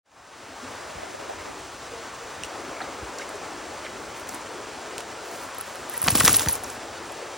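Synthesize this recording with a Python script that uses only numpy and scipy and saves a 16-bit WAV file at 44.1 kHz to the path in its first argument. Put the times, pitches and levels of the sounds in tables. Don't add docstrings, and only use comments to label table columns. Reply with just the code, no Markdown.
import sys
import numpy as np
from scipy import signal
from scipy.fft import rfft, irfft, next_fast_len
from scipy.io import wavfile
from scipy.ndimage import uniform_filter1d

SR = 44100
rng = np.random.default_rng(int(sys.argv[2]) if len(sys.argv) > 2 else 0)


def generate_wav(signal):
    frames = np.transpose(np.atleast_2d(signal))
    scaled = np.clip(frames, -1, 1) * 32767
    pcm = np.round(scaled).astype(np.int16)
    wavfile.write(sys.argv[1], SR, pcm)


N = 325193
TIME = np.arange(N) / SR
# t/s, length/s, trapped-air f/Hz, pop level/dB, grit level/dB
SLAPS = [(6.023, .003, 1240, -31.5, -40), (6.0445, 0.0014, 1100, -32, -25),
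         (6.0625, 0.0032, 1200, -26.5, -39), (6.079, 0.00094, 1620, -12, -25),
         (6.0821, 0.00076, 3630, -11, -15), (6.084, 0.0008, 1800, -10, -16),
         (6.102, 0.0012, 1110, -26, -24), (6.15, 0.0039, 1200, -25, -17), (6.158, 0.0022, 905, -25, -23),
         (6.18, .003, 1200, -30, -27), (6.199, 0.0011, 3180, -20, -16.5), (6.205, .0008, 2200, -12.5, -20),
         (6.2082, .0016, 1250, -14, -20), (6.2486, 0.0011, 1680, -19, -12),
         (6.2528, 0.0015, 1790, -25, -12.5), (6.262, 0.0011, 3200, -21, -14),
         (6.272, 0.0016, 1810, -19, -24), (6.2773, 0.0011, 2300, -10.5, -8), (6.279, .0006, 2120, -12, -10),
         (6.2802, 0.0015, 1210, -10.5, -18), (6.286, 0.00073, 1100, -23, -31),
         (6.292, 0.003, 1400, -21, -22), (6.341, 0.0036, 1300, -28, -15.5), (6.385, 0.0019, 3000, -33, -26),
         (6.394, 0.0015, 1880, -29, -16.5), (6.4068, 0.00088, 1070, -20.5, -34),
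         (6.42, .001, 1300, -28, -29), (6.4606, 0.00097, 1500, -21.5, -26),
         (6.4738, .0009, 1000, -19.5, -32), (6.486, .0008, 2500, -31, -20), (6.492, .002, 1090, -25.5, -33)]


def slaps(pop_db=0.45, spray_db=0.5, flesh_db=-9.5, flesh_hz=660, noise_share=0.5):
    # f/Hz, density/dB
    spray_spectrum = [(300, -12), (1500, -6), (3500, 0.5), (5500, 3), (8000, 0), (10500, 6.5), (13000, -10),
                      (15500, -1.5)]
    out = np.zeros(N)
    for at_s, length_s, hz, db, grit_db in SLAPS:
        force = blow(length_s, rise=0.47)
        tone = unit_rms(sagging(hz, length_s, sag=0.39))
        pop = (1 - noise_share) * tone + noise_share * band_noise(hz, octaves=0.72)
        flesh = burst(band_noise(flesh_hz, octaves=1.0), blow(1.26 * length_s, rise=0.66))
        spray = coloured(rng.laplace(size=len(force)), spray_spectrum)
        add(out, at_s, gain_of(db + pop_db) * burst(pop, force))
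        add(out, at_s, gain_of(db + flesh_db) * flesh)
        add(out, at_s, gain_of(grit_db + spray_db) * burst(spray, force))
    return out


def thuds(trim_db=-1, crumble_gain=0.45, heave_gain=0.26, heave_hz=75):
    # t/s, level/dB, f/Hz, length/s
    impacts = [(0.952, -35, 66, .011), (3.02, -35, 72, 0.011), (6.035, -29, 109, .007),
               (6.06, -26.5, 298, .0046), (6.077, -20, 165, 0.0064), (6.121, -21, 130, 0.0073),
               (6.1505, -18.5, 240, .004), (6.156, -22, 140, 0.0039), (6.188, -26, 280, .0042),
               (6.205, -24, 120, 0.0057), (6.239, -17, 195, 0.0035), (6.279, -20, 304, 0.0033),
               (6.291, -28, 220, 0.0057), (6.3, -27, 110, 0.0041), (6.329, -26, 210, 0.0057),
               (6.4642, -23, 230, 0.0022), (6.468, -20, 92, 0.0066)]
    out = np.zeros(N)
    for at_s, db, hz, length_s in impacts:
        force = blow(length_s, rise=0.5)
        heave = heave_gain * np.sin(2 * np.pi * heave_hz * TIME[:len(force)])
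        push = heave - sagging(hz, 2 * length_s, sag=0.89)
        crumble = crumble_gain * burst(band_noise(1.13 * hz, octaves=0.92), force)
        add(out, at_s, gain_of(db + trim_db) * (force * push + crumble))
    return out


def stirring(rest_db=-63, trim_db=-4.5, lead_s=0.0062, rise_s=0.0091, settle_s=0.024):
    # t/s, length/s, level/dB
    scuffs = [(4.14, 0.097, -46), (4.26, 0.15, -46), (5.22, 0.31, -44.5), (5.52, 0.41, -49),
              (5.87, 0.19, -39), (6.088, 0.051, -30), (6.16, 0.072, -26.5), (6.22, 0.05, -24),
              (6.287, 0.09, -25), (6.385, 0.062, -31), (6.49, 0.1, -39), (6.598, 0.19, -42.5)]
    power = np.full(N, gain_of(rest_db) ** 2)
    t = TIME[:SR]
    landing = (1 - np.exp(-(t / rise_s) ** 2)) * np.exp(-t / settle_s) / settle_s
    for at_s, length_s, _, _, grit_db in SLAPS:
        add(power, at_s - lead_s, gain_of(trim_db) ** 2 * gain_of(grit_db) * length_s * landing)
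    for at_s, length_s, db in scuffs:
        add(power, at_s, (gain_of(db) * half_sine(length_s)) ** 2)
    return np.sqrt(power)


def litter(ping_db=-7, crumb_db=-14, drag_db=-13.5, side_db=-11):
    # f/Hz, density/dB
    mid_spectrum = [(300, -13), (1200, -7.5), (2500, -6), (4000, -5.5), (6500, -4), (8500, -2.5),
                    (11200, 4), (13000, -2), (15500, -0.5)]
    # f/Hz, density/dB
    side_spectrum = [(3500, -40), (5500, -7), (7500, 0), (10000, 3), (12000, -16.5), (14500, 0)]
    # f/Hz, density/dB
    drag_spectrum = [(25, -30), (50, -9), (80, 1), (130, 0.5), (220, -4), (450, -1.5), (900, -17),
                     (3000, -47)]
    leaves = crackle(np.linspace(700, 15700, num=16), per_s=6000, spread_db=4, ring_cycles=1.3)
    pings = crackle(np.linspace(10700, 11800, num=4), per_s=330, spread_db=1.0, ring_cycles=8)
    crumbs = crackle(np.linspace(5400, 7000, num=4), per_s=300, spread_db=2.6, ring_cycles=5)
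    drag = coloured(rng.standard_normal(N), drag_spectrum)
    mid = coloured(leaves, mid_spectrum)
    mid += gain_of(ping_db) * pings + gain_of(crumb_db) * crumbs + gain_of(drag_db) * drag
    side = gain_of(side_db) * coloured(np.roll(leaves, N // 2), side_spectrum)
    return stirring() * np.array([mid + side, mid - side])


def crackle(pitches_hz, per_s, spread_db, ring_cycles):
    out, t = np.zeros(N), TIME[:1024]
    chance = per_s / len(pitches_hz) / SR
    for hz in pitches_hz:
        draw, sign = rng.random(N), rng.choice([-1, 1], N)
        hit, strikes = draw < chance, np.zeros(N)
        strength = np.minimum(-np.log(draw[hit] / chance), 4)
        strikes[hit] = sign[hit] * gain_of(spread_db * strength)
        ring = unit_rms(np.sin(2 * np.pi * hz * t) * np.exp(-t * hz / ring_cycles))
        out += signal.oaconvolve(strikes, ring)[:N]
    return unit_rms(out)


def ticks(trim_db=2, centre_hz=11000, scatter=0.024, length_s=0.00096, snap_gain=0.33):
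    # t/s, level/dB
    landings = [(4.1975, -34), (5.2555, -38), (5.4366, -33), (5.5468, -33), (5.5838, -25), (5.6045, -31),
                (5.6103, -23), (5.668, -38), (5.756, -33), (5.8973, -23), (5.9385, -25), (5.9679, -28),
                (5.9773, -17.5), (6.0171, -15), (6.0281, -17), (6.04, -15), (6.0704, -16), (6.1035, -14),
                (6.1065, -15), (6.1544, -10), (6.173, -14), (6.2021, -10), (6.2435, -14), (6.2496, -9),
                (6.255, -10), (6.261, -9), (6.295, -12), (6.329, -8), (6.3315, -14), (6.359, -14),
                (6.3663, -6), (6.369, -9.5), (6.4857, -14), (6.49, -18), (6.4935, -22), (6.497, -21),
                (6.5115, -20), (6.5243, -18), (6.5277, -19), (6.531, -16), (6.5445, -25), (6.5535, -21),
                (6.6365, -25), (7.1204, -32)]
    out = np.zeros(N)
    for at_s, db in landings:
        hz = centre_hz * (1 + scatter * rng.uniform(-0.89, 1))
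        ping = band_noise(hz, octaves=0.076) + snap_gain * band_noise(hz, octaves=0.36)
        add(out, at_s, gain_of(db + trim_db) * burst(ping, blow(length_s, rise=0.49)))
    return out


def snaps():
    # t/s, level/dB, f/Hz, length/s
    breaks = [(3.29, -34, 9500, .0028), (3.354, -37, 8500, .002), (4.2715, -36, 9500, .0008),
              (4.2894, -25.5, 11000, .0014), (4.293, -29, 6500, .001), (4.3208, -40, 10500, .0007),
              (4.345, -26, 10000, 0.0012), (4.3505, -34, 9500, .0008), (6.0835, -11.5, 4770, 0.00092),
              (6.204, -11, 7500, 0.0006), (6.2538, -13, 6500, .001), (6.2792, -7.5, 5500, 0.00067),
              (6.28, -9, 9000, 0.00079), (6.363, -23, 6500, .0008), (6.3952, -17, 6400, 0.00076),
              (6.418, -20.5, 6700, .0009), (6.4853, -14, 5660, 0.00056), (6.5375, -28, 6600, .0012),
              (6.5535, -28, 6500, .0006), (6.5617, -28, 6400, .0007), (6.6426, -27, 6350, .0012),
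              (6.7, -30, 8100, .0024)]
    out = np.zeros(N)
    for at_s, db, hz, length_s in breaks:
        add(out, at_s, gain_of(db) * burst(band_noise(hz, octaves=0.3), blow(length_s)))
    return out


def rod(click_hz=4600):
    # t/s, ring level/dB, length/s, click level/dB
    knocks = [(2.4353, -24.5, .0012, -31), (2.4425, -44, .01, -37.5), (4.9812, -22.5, 0.00037, -20.5),
              (4.984, -52, .011, -41), (5.005, -36, .0011, -29)]
    # f/Hz, level/dB
    modes = [(2750, -0.5), (5600, -7), (8450, -4)]
    out = np.zeros(N)
    for at_s, ring_db, length_s, click_db in knocks:
        force = blow(length_s)
        add(out, at_s, gain_of(click_db) * burst(band_noise(click_hz, octaves=1.2), force))
        for hz, mode_db in modes:
            ring = sagging(hz, 2 * length_s, sag=0.15)
            add(out, at_s, gain_of(ring_db + mode_db) * burst(ring, force))
    return out


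def splashes(size=8192):
    # t/s, level/dB, length/s, f/Hz, width/octaves
    sloshes = [(.15, -39, 0.049, 900, .5), (0.479, -43.5, .03, 260, .25), (0.621, -40, 0.028, 248, 0.17),
               (2.801, -34, .01, 1400, 0.61), (2.816, -37, .005, 3870, .15),
               (3.184, -32, 0.0042, 5500, 0.83), (3.2, -43, 0.028, 4200, 0.97),
               (3.212, -41, 0.0063, 2190, 0.41), (3.842, -38, 0.02, 1900, 0.79),
               (3.865, -32.5, 0.0041, 2150, .28)]
    out = np.zeros(N)
    for at_s, db, length_s, hz, octaves in sloshes:
        add(out, at_s, gain_of(db) * burst(band_noise(hz, octaves, size), blow(length_s, size=size)))
    return out


def plops(ring_cycles=7, glide_per_s=6):
    # t/s, level/dB, start f/Hz
    bubbles = [(2.766, -34, 2200), (2.803, -33, 1590), (2.808, -33, 1270), (2.81, -28.5, 727),
               (2.815, -32, 1830), (3.196, -30.5, 1520), (3.218, -30, 2130), (5.943, -30, 1870)]
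    out, t = np.zeros(N), TIME[:2048]
    for at_s, db, hz in bubbles:
        chirp = np.sin(2 * np.pi * hz * (t + glide_per_s * t ** 2 / 2))
        add(out, at_s, gain_of(db) * blow(ring_cycles / hz, size=len(t)) * chirp)
    return out


def handling():
    # t/s, level/dB, f/Hz, length/s
    knocks = [(.9845, -27, 660, 0.0011), (1.033, -23, 640, 0.0013), (1.147, -24, 540, 0.0015),
              (1.201, -32, 500, .002), (1.295, -22, 650, .0024)]
    # t/s, length/s, level/dB, f/Hz
    rubs = [(.62, 0.95, -46, 624), (1.3, .024, -35.5, 570), (1.455, .075, -41, 420)]
    out = np.zeros(N)
    for at_s, db, hz, length_s in knocks:
        add(out, at_s, gain_of(db) * blow(length_s, rise=0.7) * sagging(hz, 2 * length_s, sag=0.8))
    for at_s, length_s, db, hz in rubs:
        stroke = half_sine(length_s)
        friction = band_noise(hz, octaves=0.63, size=65536)[:len(stroke)]
        add(out, at_s, gain_of(db) * burst(friction, stroke))
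    return np.array([out, -out])


def hoots():
    # t/s, level/dB, f/Hz, length/s
    notes = [(1.905, -42.5, 471, 0.056), (1.975, -44, 453, 0.048), (2.2, -45.5, 474, 0.047)]
    out = np.zeros(N)
    for at_s, db, hz, length_s in notes:
        swell = half_sine(length_s)
        tone = np.sin(2 * np.pi * hz * TIME[:len(swell)])
        blur = 0.5 * band_noise(hz, octaves=0.09, size=8192)[:len(swell)]
        add(out, at_s, gain_of(db) * unit_rms((tone + blur) * swell))
    return out


def bank_echo(x, t60_s=0.15, echoes_per_s=2000, gap_s=0.004, size=16384):
    t = TIME[:size]
    echoes = rng.standard_normal(size) * (rng.random(size) < echoes_per_s / SR)
    tail = echoes * gain_of(-60 * t / t60_s) * (t > gap_s)
    return signal.fftconvolve(x, tail / np.linalg.norm(tail))[:N]


def outdoors(level_db=-36.5, patch_db=1.39, flicker_db=0.5, hiss_follow=0.2, hiss_db_per_s=0.14):
    # f/Hz, density/dB
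    air_spectrum = [(20, -37), (45, -11), (75, -2.5), (130, -9.5), (200, -9.5), (250, -3.3), (340, 0.24),
                    (600, -0.63), (1300, -3), (2200, -8.5), (3800, -13.5), (6500, -14), (10300, -17),
                    (12500, -49), (15500, -22)]
    # t/s, level/dB
    rumble_swell = [(.7, 0.5), (1.55, 3), (2.0, -.5), (4.0, 1), (5.65, -3.5), (6.8, 3), (7.25, -4)]
    river_swell = [(.7, -3.5), (1.35, -2), (1.6, -3), (2.1, -4), (2.7, 1.3), (3.8, 1.5), (4.2, 0.5),
                   (5.0, 1.5), (5.45, -1.5), (5.61, -8.5), (5.78, 1), (5.92, -3), (6.65, 1.7), (7.3, 1.2)]
    breeze_swell = [(.6, -0.5), (.8, 0.8), (1.1, -1.3), (1.36, 0.5), (1.7, -2.6), (2.25, .5), (3.0, 1),
                    (4.3, -0.6), (6.0, .5), (7.3, -.5)]
    centres_hz = [100, 400, 1100, 4000]
    # f/Hz, coherence
    likeness = [(60, 0.92), (300, 0.97), (640, 0.9), (1400, 1), (5000, 1), (5800, 0.91), (10000, 1),
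                (12000, 1), (14500, 0.52)]
    frames, hz = N // 256 + 5, np.fft.rfftfreq(1024, 1 / SR)
    t = np.arange(frames) * 256 / SR
    left_re, left_im, other_re, other_im, patches = rng.standard_normal((frames, 513, 5)).T
    patches = uniform_filter1d(patches, 4, axis=0)
    patches = unit_rms(uniform_filter1d(patches, 12, axis=1))
    patches *= at_hz([(300, 1.26), (1000, 0.8), (3000, 0.6)], hz)[:, None]
    flicker = unit_rms(uniform_filter1d(rng.standard_normal(frames), 5))
    coherence = at_hz(likeness, hz)[:, None]
    left = left_re + 1j * left_im
    right = coherence * left + np.sqrt(1 - coherence ** 2) * (other_re + 1j * other_im)
    left *= gain_of(at_hz([(200, 0), (600, 2.5), (1100, 2), (2000, 0)], hz))[:, None]
    breeze_db = at_time(breeze_swell, t)
    hiss_db = hiss_follow * breeze_db + hiss_db_per_s * (t - t.mean())
    bands_db = [at_time(rumble_swell, t), at_time(river_swell, t), breeze_db, hiss_db]
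    weights = [at_hz(list(zip(centres_hz, band)), hz) for band in np.eye(len(bands_db))]
    swell_db = sum(np.outer(weight, db) for weight, db in zip(weights, bands_db))
    shape_db = at_hz(air_spectrum, hz)[:, None] + swell_db + patch_db * patches + flicker_db * flicker
    _, air = signal.istft(np.array([left, right]) * gain_of(shape_db), nperseg=1024, noverlap=768)
    return gain_of(level_db) * unit_rms(air[:, :N])


def blow(length_s, rise=0.2, size=4096):
    u = TIME[:size] / length_s
    force = (1 - np.exp(-(u / rise) ** 2)) * np.exp(-u / 1.42)
    return force / force.max()


def half_sine(length_s):
    return np.sin(np.pi * TIME[TIME < length_s] / length_s)


def sagging(hz, length_s, sag, size=4096):
    pitch_hz = hz * (1 + sag * (np.exp(-TIME[:size] / length_s) - 0.5))
    return np.sin(2 * np.pi * np.cumsum(pitch_hz) / SR)


def band_noise(hz, octaves, size=4096):
    distance = np.log2((np.fft.rfftfreq(size, 1 / SR) + 1) / hz) / octaves
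    return unit_rms(irfft(rfft(rng.standard_normal(size)) * np.exp(-0.5 * distance ** 2)))


def burst(x, force):
    return x * force * np.linalg.norm(force) / np.linalg.norm(x * force)


def coloured(x, spectrum):
    size = next_fast_len(len(x))
    gain = gain_of(at_hz(spectrum, np.fft.rfftfreq(size, 1 / SR)))
    return unit_rms(irfft(rfft(x, size) * gain, size)[:len(x)])


def at_hz(points, hz):
    f, value = np.transpose(points)
    return np.interp(np.log(hz + 1), np.log(f + 1), value)


def at_time(points, t):
    return np.interp(t, *np.transpose(points))


def gain_of(db):
    return 10 ** (np.asarray(db) / 20)


def unit_rms(x):
    return x / np.sqrt(np.mean(x ** 2) + 1e-20)


def add(mix, at_s, sound):
    part = mix[round(at_s * SR):][:len(sound)]
    part += sound[:len(part)]


def scene(near_send_db=-15.5, far_send_db=-8.0):
    near = slaps() + thuds() + ticks() + snaps() + rod() + splashes()
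    far = plops() + hoots()
    send = gain_of(near_send_db) * near + gain_of(far_send_db) * far
    return near + far + litter() + bank_echo(send) + handling() + outdoors()


def record(dry, highpass_hz=40, lowpass_hz=16050):
    # f/Hz, left lead/rad
    port_phase = [(200, 0), (650, 0.33), (1500, 0), (5200, 0), (7000, -1.05), (10200, -2.5), (11300, -3),
                  (13400, -3), (14300, -4.5), (15800, -4.5)]
    # t/s, level/dB
    fade_in = [(.03, -70), (.06, -29), (.12, -18), (.22, -11.5), (.4, -6), (.66, -0.5)]
    size = next_fast_len(N)
    lead_rad = at_hz(port_phase, np.fft.rfftfreq(size, 1 / SR))
    rotation = np.exp(0.5j * np.outer([1, -1], lead_rad))
    ports = irfft(rfft(dry, size) * rotation, size)[:, :N]
    ports = signal.sosfilt(signal.butter(4, highpass_hz, "highpass", fs=SR, output="sos"), ports)
    clipped = np.clip(ports * gain_of(at_time(fade_in, TIME)), -1, 1)
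    lowpass = signal.firwin(511, lowpass_hz, window=("kaiser", 9), fs=SR)
    return signal.oaconvolve(clipped, lowpass[None], "same")


dry = scene()
out = record(dry)
generate_wav(out)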